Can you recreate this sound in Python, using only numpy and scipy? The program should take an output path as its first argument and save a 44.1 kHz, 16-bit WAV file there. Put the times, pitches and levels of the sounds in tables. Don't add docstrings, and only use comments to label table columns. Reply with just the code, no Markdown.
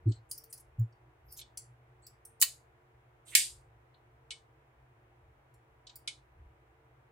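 import sys
import numpy as np
from scipy import signal
from scipy.fft import rfft, irfft
from scipy.io import wavfile

SR = 44100
rng = np.random.default_rng(int(sys.argv[2]) if len(sys.argv) > 2 else 0)


def persist_wave(psi):
    counts = np.round(np.clip(psi, -1, 1) * 32767).astype(np.int16)
    wavfile.write(sys.argv[1], SR, np.atleast_2d(counts).T)


N = 313551
LENGTH = 24576
TIME, AGE = np.arange(N) / SR, np.arange(LENGTH) / SR
SCENE_FREQ, FREQ = (np.maximum(np.fft.rfftfreq(n, 1 / SR), 1) for n in (N, LENGTH))


def undb(db):
    return 10 ** (np.asarray(db) / 20)


def unit(x):
    return x / np.sqrt(np.mean(np.sum(x ** 2, axis=-1)))


def colour(points, hz):
    at, db = np.transpose(points)
    return np.interp(np.log(hz), np.log(at), db)


def edge(ratio, order):
    return -10 * np.log10(1 + ratio ** order)


def resonance(hz, width_hz):
    return 1 / np.sqrt(1 + ((FREQ / hz - hz / FREQ) * hz / width_hz) ** 2)


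def peak(hz, width_hz, db):
    return 20 * np.log10(1 + undb(db) * resonance(hz, width_hz) ** 2)


def shape(x, db):
    cepstrum = irfft(np.log(undb(db) + undb(-90)))
    cepstrum[1:LENGTH // 2] *= 2
    cepstrum[LENGTH // 2 + 1:] = 0
    return irfft(rfft(x) * np.exp(rfft(cepstrum)))


def stereo_noise(likeness):
    mid, side = rng.standard_normal((2, LENGTH))
    return np.sqrt(1 + likeness) * mid + np.sqrt(1 - likeness) * np.array([side, -side])


def fade(t60):
    return np.exp(-np.log(1000) * AGE / t60)


def wander(count):
    return np.interp(TIME, np.linspace(0, TIME[-1], count), rng.standard_normal(count))


def add(out, start_s, x):
    i = max(int(start_s * SR), 0)
    out[:, i:i + LENGTH] += x[:, :N - i]


# frequency_hz, relative_level_db
ROOM_TONE = [(25, -19.5), (45, -10.5), (62, 7), (88, -8.5), (130, 2), (175, -20.5), (215, -15.5),
             (260, -15), (310, -11), (400, -11.5), (560, -11.5), (760, -9), (1000, -13.5), (2200, -20.5),
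             (4700, -40.5), (16000, -44)]
def room_noise(level_db=-66, wide_above_hz=600):
    mid, side = rfft(rng.standard_normal((2, N)))
    side *= .08 + 1.1 * undb(edge(wide_above_hz / SCENE_FREQ, order=3))
    spectrum = (mid + np.array([side, -side])) * undb(colour(ROOM_TONE, SCENE_FREQ))
    return undb(level_db) * unit(irfft(spectrum, N)) * np.sqrt(N)


# pitch_hz, level_db
HUM_TONES = [(60, -81), (119.8, -71), (133, -79.5), (240, -95), (321, -83.5), (360.6, -80), (451.3, -80),
             (975, -85.5)]
def hum(waver_db=4, drift_turns=.45):
    out = 0
    for hz, db in HUM_TONES:
        turns = hz * TIME + rng.random() + drift_turns * wander(count=40)
        out += np.sqrt(2) * undb(db + waver_db * wander(count=60)) * np.sin(2 * np.pi * turns)
    return out


# middle_s, level_db
HAND_SHIFTS = [(.08, -54.5), (.74, -62.5), (1.3, -65), (3.55, -64.5), (5.27, -66), (6.42, -56.5)]
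def hand_rumble(resting_db=-77.5, half_shift_s=.09):
    band_db = edge(50 / SCENE_FREQ, order=6) + edge(SCENE_FREQ / 80, order=8)
    rumble = unit(irfft(rfft(rng.standard_normal(N)) * undb(band_db), N)) * np.sqrt(N)
    swells = sum(undb(db) * np.exp(-((TIME - s) / half_shift_s) ** 2) for s, db in HAND_SHIFTS)
    return (undb(resting_db) + swells) * rumble


# start_s, level_db, pitch_hz, swell_s, rattle_vs_boom_db
STAND_BUMPS = [(0.057, -19, 110.4, 0.026, -15), (.784, -22, 114.2, 0.028, -38.5)]
def stand_bumps(rattle_hz=310, rattle_width_hz=130, ring_db=-24):
    out = np.zeros((2, N))
    rattle_band = undb(edge(np.abs(FREQ - rattle_hz) * 2 / rattle_width_hz, order=10))
    for start_s, db, hz, swell_s, rattle_db in STAND_BUMPS:
        push = AGE / swell_s * np.exp((1 - (AGE / swell_s) ** 2) / 2)
        ring = undb(ring_db) * fade(t60=.6) * (1 - np.exp(-AGE / swell_s))
        boom = (push + ring) * np.sin(2 * np.pi * hz * AGE)
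        shake = irfft(rfft(stereo_noise(.9)) * rattle_band)
        rattle = undb(rattle_db) * unit(push * shake) * np.sqrt(np.sum(boom ** 2))
        add(out, start_s, undb(db) * (boom + rattle))
    return out


def room_echo(t60, build_s=.0013, low_hz=3200, top_hz=11500):
    noise = stereo_noise(.34)
    low = irfft(rfft(noise) * undb(2 * edge(FREQ / low_hz, order=10)))
    top = irfft(rfft(noise) * undb(2 * edge(top_hz / FREQ, order=10)))
    bands = [(low, .76 * t60), (noise - low - top, t60), (top, .47 * t60)]
    tail = sum(band * np.exp(-np.log(1000) * (AGE / fade_s) ** 1.24) for band, fade_s in bands)
    return unit(tail * (1 - np.exp(-AGE / build_s)))


# start_s, length_s, level_db, pitch_hz
PART_SCRAPES = [(0.067, 0.13, -70.5, 4160), (0.07, 0.11, -70, 7780), (0.289, 0.045, -60, 9200),
                (0.494, 0.028, -60, 9000), (0.593, 0.024, -59.5, 9900), (1.24, 0.15, -73.5, 12600),
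                (1.276, 0.1, -67.5, 5050), (1.303, 0.061, -59.5, 11500), (1.359, 0.057, -51.5, 8600),
                (2.017, 0.047, -69, 7900), (2.024, 0.063, -73.5, 4370), (2.398, 0.048, -39.5, 9500),
                (3.261, 0.06, -61, 3470), (3.251, 0.12, -57, 8014), (3.31, 0.075, -52.5, 2620)]
def part_scrapes(slips_per_s=1800, scatter_db=3, hiss=.5, firm_db=-51, room_db=-6):
    out = np.zeros((2, N))
    for start_s, length_s, db, hz in PART_SCRAPES:
        width_hz = hz * 2 ** (min(db - firm_db, 0) / 5.5)
        slips = (rng.random(LENGTH) < slips_per_s / SR) * undb(scatter_db * rng.standard_normal(LENGTH))
        pressure = np.sin(np.pi * np.minimum(AGE / length_s, 1))
        force = pressure * (unit(slips) + hiss * unit(rng.standard_normal(LENGTH)))
        one_slip = unit(stereo_noise(.5) * fade(t60=.002)) + undb(room_db) * room_echo(t60=.067)
        rub = signal.fftconvolve(force[None], one_slip)[:, :LENGTH]
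        sound = shape(rub, 40 * np.log10(resonance(hz, width_hz)))
        add(out, start_s, undb(db) * unit(sound) * np.sqrt(length_s * SR))
    return out


# pitch_hz, relative_level_db, fade_s
BODY_TONES = [(1090, 4, .09), (1880, 3.5, .11), (2215, 4, .14), (2712, -0.5, 0.13), (2996, 1, 0.16),
              (3818, -3, 0.046), (4150, -1.5, 0.11), (4400, -2.5, 0.1), (5480, 0, 0.11),
              (6550, -2.5, 0.078), (7610, 4, 0.065), (7700, -2.5, 0.054), (8194, -2, .18),
              (11100, -2, 0.076), (11894, -2, 0.051), (15050, -2, 0.064)]
def body_ring(detune=.005):
    ring = 0
    for hz, db, t60 in BODY_TONES:
        pitch_hz = hz * (1 + detune * rng.standard_normal())
        strength = rng.standard_normal() + .5 * rng.standard_normal((2, 1))
        ring += undb(db) * strength * fade(t60) * np.sin(2 * np.pi * pitch_hz * AGE)
    return unit(ring)


def strike_point(depth_db, spacing_hz=420):
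    ripple = np.clip(rng.standard_normal(80), -2, 1.3)
    return depth_db * np.interp(FREQ / spacing_hz, np.arange(len(ripple)), ripple)


def click(tone_db, crack_db, room_db, likeness, contact_s, shell_t60=.06, ring_db=-8, room_t60=.21):
    crack, bounce = (unit(stereo_noise(likeness) * fade(t60=.0035)) for _ in range(2))
    desk_echo = undb(-6) * np.roll(bounce, int(.004 * SR), axis=1)
    shell = unit(stereo_noise(likeness) * fade(shell_t60))
    hit = undb(crack_db) * (crack + desk_echo) + shell + undb(ring_db) * body_ring()
    onset = 1 - np.exp(-AGE / contact_s)
    sound = onset * (unit(hit) + undb(room_db) * room_echo(room_t60))
    return unit(shape(sound, tone_db)) * np.sqrt(.004 * SR)


# frequency_hz, relative_level_db
HINGE_TONE = [(1200, -16), (1800, -24.5), (2080, -18), (2350, -2), (2700, -12.5), (3400, -1.5), (4200, -3),
              (5500, -11.5), (7000, -11.5), (8200, -11.5), (9000, -12), (11000, -10)]
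# start_s, level_db, pitch_hz
HINGE_KNOCKS = [(0.118, -49.5, 4560), (1.389, -44.5, 3700), (1.413, -43.5, 3500), (3.941, -63, 4170),
                (4.3054, -34, 2200), (4.315, -43, 2290), (5.868, -46, 4300), (5.894, -49, 3930),
                (6.075, -29, 2127), (6.0828, -42.5, 2170)]
def hinge_knocks(firm_db=-40, dulling_octaves_per_db=.048):
    out = np.zeros((2, N))
    for start_s, db, hz in HINGE_KNOCKS:
        top_hz = 10100 * 2 ** (-dulling_octaves_per_db * max(firm_db - db, 0))
        tone = colour(HINGE_TONE, FREQ) + edge(.65 * hz / FREQ, order=20) + edge(FREQ / top_hz, order=60)
        tone += peak(hz, width_hz=100, db=4) + strike_point(depth_db=1.5)
        knock = click(tone, crack_db=-8, room_db=-11, likeness=.23, contact_s=.00134)
        add(out, start_s, undb(db) * knock)
    return out


# frequency_hz, relative_level_db
TAB_TONE = [(1500, -26), (3000, -17), (3800, -23.5), (4700, 0.5), (5600, -4.5), (6700, -6), (8000, -1.5),
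            (10000, 0.5), (12000, -4), (13500, -3), (15300, -2.5), (16300, -13)]
# start_s, level_db, tilt_db_per_octave, main_pitch_hz, second_pitch_hz
TAB_TICKS = [(0.3123, -31.5, 3.5, 9900, 4820), (0.3772, -41, 2, 14200, 5450), (.4378, -49, -1, 14660, 5870),
             (.5268, -39.5, -2, 9700, 3070), (0.537, -45, -1, 10400, 4100),
             (0.5758, -50.5, -2, 10600, 6260), (0.794, -53.5, 1, 15240, 7200),
             (0.924, -70.5, -17, 5070, 7900), (1.322, -44.5, 0, 14800, 5440), (1.573, -35, -4, 7700, 6180),
             (1.6326, -75.5, -2, 8800, 6600), (2.066, -46.5, -5, 14200, 7860),
             (2.2513, -44.5, 5, 8906, 6195), (5.54, -66, -6.5, 10100, 7220),
             (5.9563, -43, 1.5, 15300, 5600)]
def tab_ticks(firm_db=-35.5):
    out = np.zeros((2, N))
    for start_s, db, tilt, main_hz, second_hz in TAB_TICKS:
        lighter_db = max(firm_db - db, 0)
        boost_db = min(lighter_db, 20.5)
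        tone = colour(TAB_TONE, FREQ) + edge(2600 / FREQ, order=8)
        tone += tilt * np.log2(FREQ / main_hz) + strike_point(depth_db=6)
        tone += peak(main_hz, width_hz=1600, db=boost_db)
        tone += peak(second_hz, width_hz=130, db=7 + .56 * boost_db)
        tick = click(tone, crack_db=1 - .3 * lighter_db, room_db=-8.5, likeness=.8, contact_s=.00069)
        add(out, start_s, undb(db) * tick)
    return out


# frequency_hz, relative_level_db
JOINT_TONE = [(1000, -2.5), (1800, 2.5), (2400, 4), (3100, 0), (4100, 4), (5600, -1.5), (7300, 3),
              (9000, 0.5), (11000, 0), (12500, 0), (15400, 0.5), (16200, -17.5)]
# start_s, level_db, lowest_hz, highest_hz, tilt_db_per_octave, shell_fade_s, room_db, room_fade_s
JOINT_SNAPS = [(2.4147, -17, 2880, 17000, 5.5, .05, -8.5, 0.09),
               (2.4239, -12.5, 1025, 18100, 3, 0.059, -13, 0.26),
               (3.351, -9, 1628, 12590, 2.6, 0.051, -3.5, .29)]
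def joint_snaps():
    out = np.zeros((2, N))
    for start_s, db, low_hz, top_hz, tilt, shell_t60, room_db, room_t60 in JOINT_SNAPS:
        tone = colour(JOINT_TONE, FREQ) + edge(low_hz / FREQ, order=30) + edge(FREQ / top_hz, order=12)
        tone += tilt * np.log2(FREQ / low_hz) + strike_point(depth_db=3.5)
        snap = click(tone, crack_db=-5, room_db=room_db, likeness=.043, contact_s=.000092,
                     shell_t60=shell_t60, ring_db=-9, room_t60=room_t60)
        add(out, start_s, undb(db) * snap)
    return out


def scene():
    background = room_noise() + hum() + hand_rumble()
    return background + stand_bumps() + part_scrapes() + hinge_knocks() + tab_ticks() + joint_snaps()


def record(dry):
    ceiling, top_hz = 2.2, 15900
    rounded = ceiling * np.tanh(dry / ceiling)
    return signal.sosfilt(signal.ellip(8, .2, 70, top_hz, fs=SR, output="sos"), rounded)


dry = scene()
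out = record(dry)
persist_wave(out)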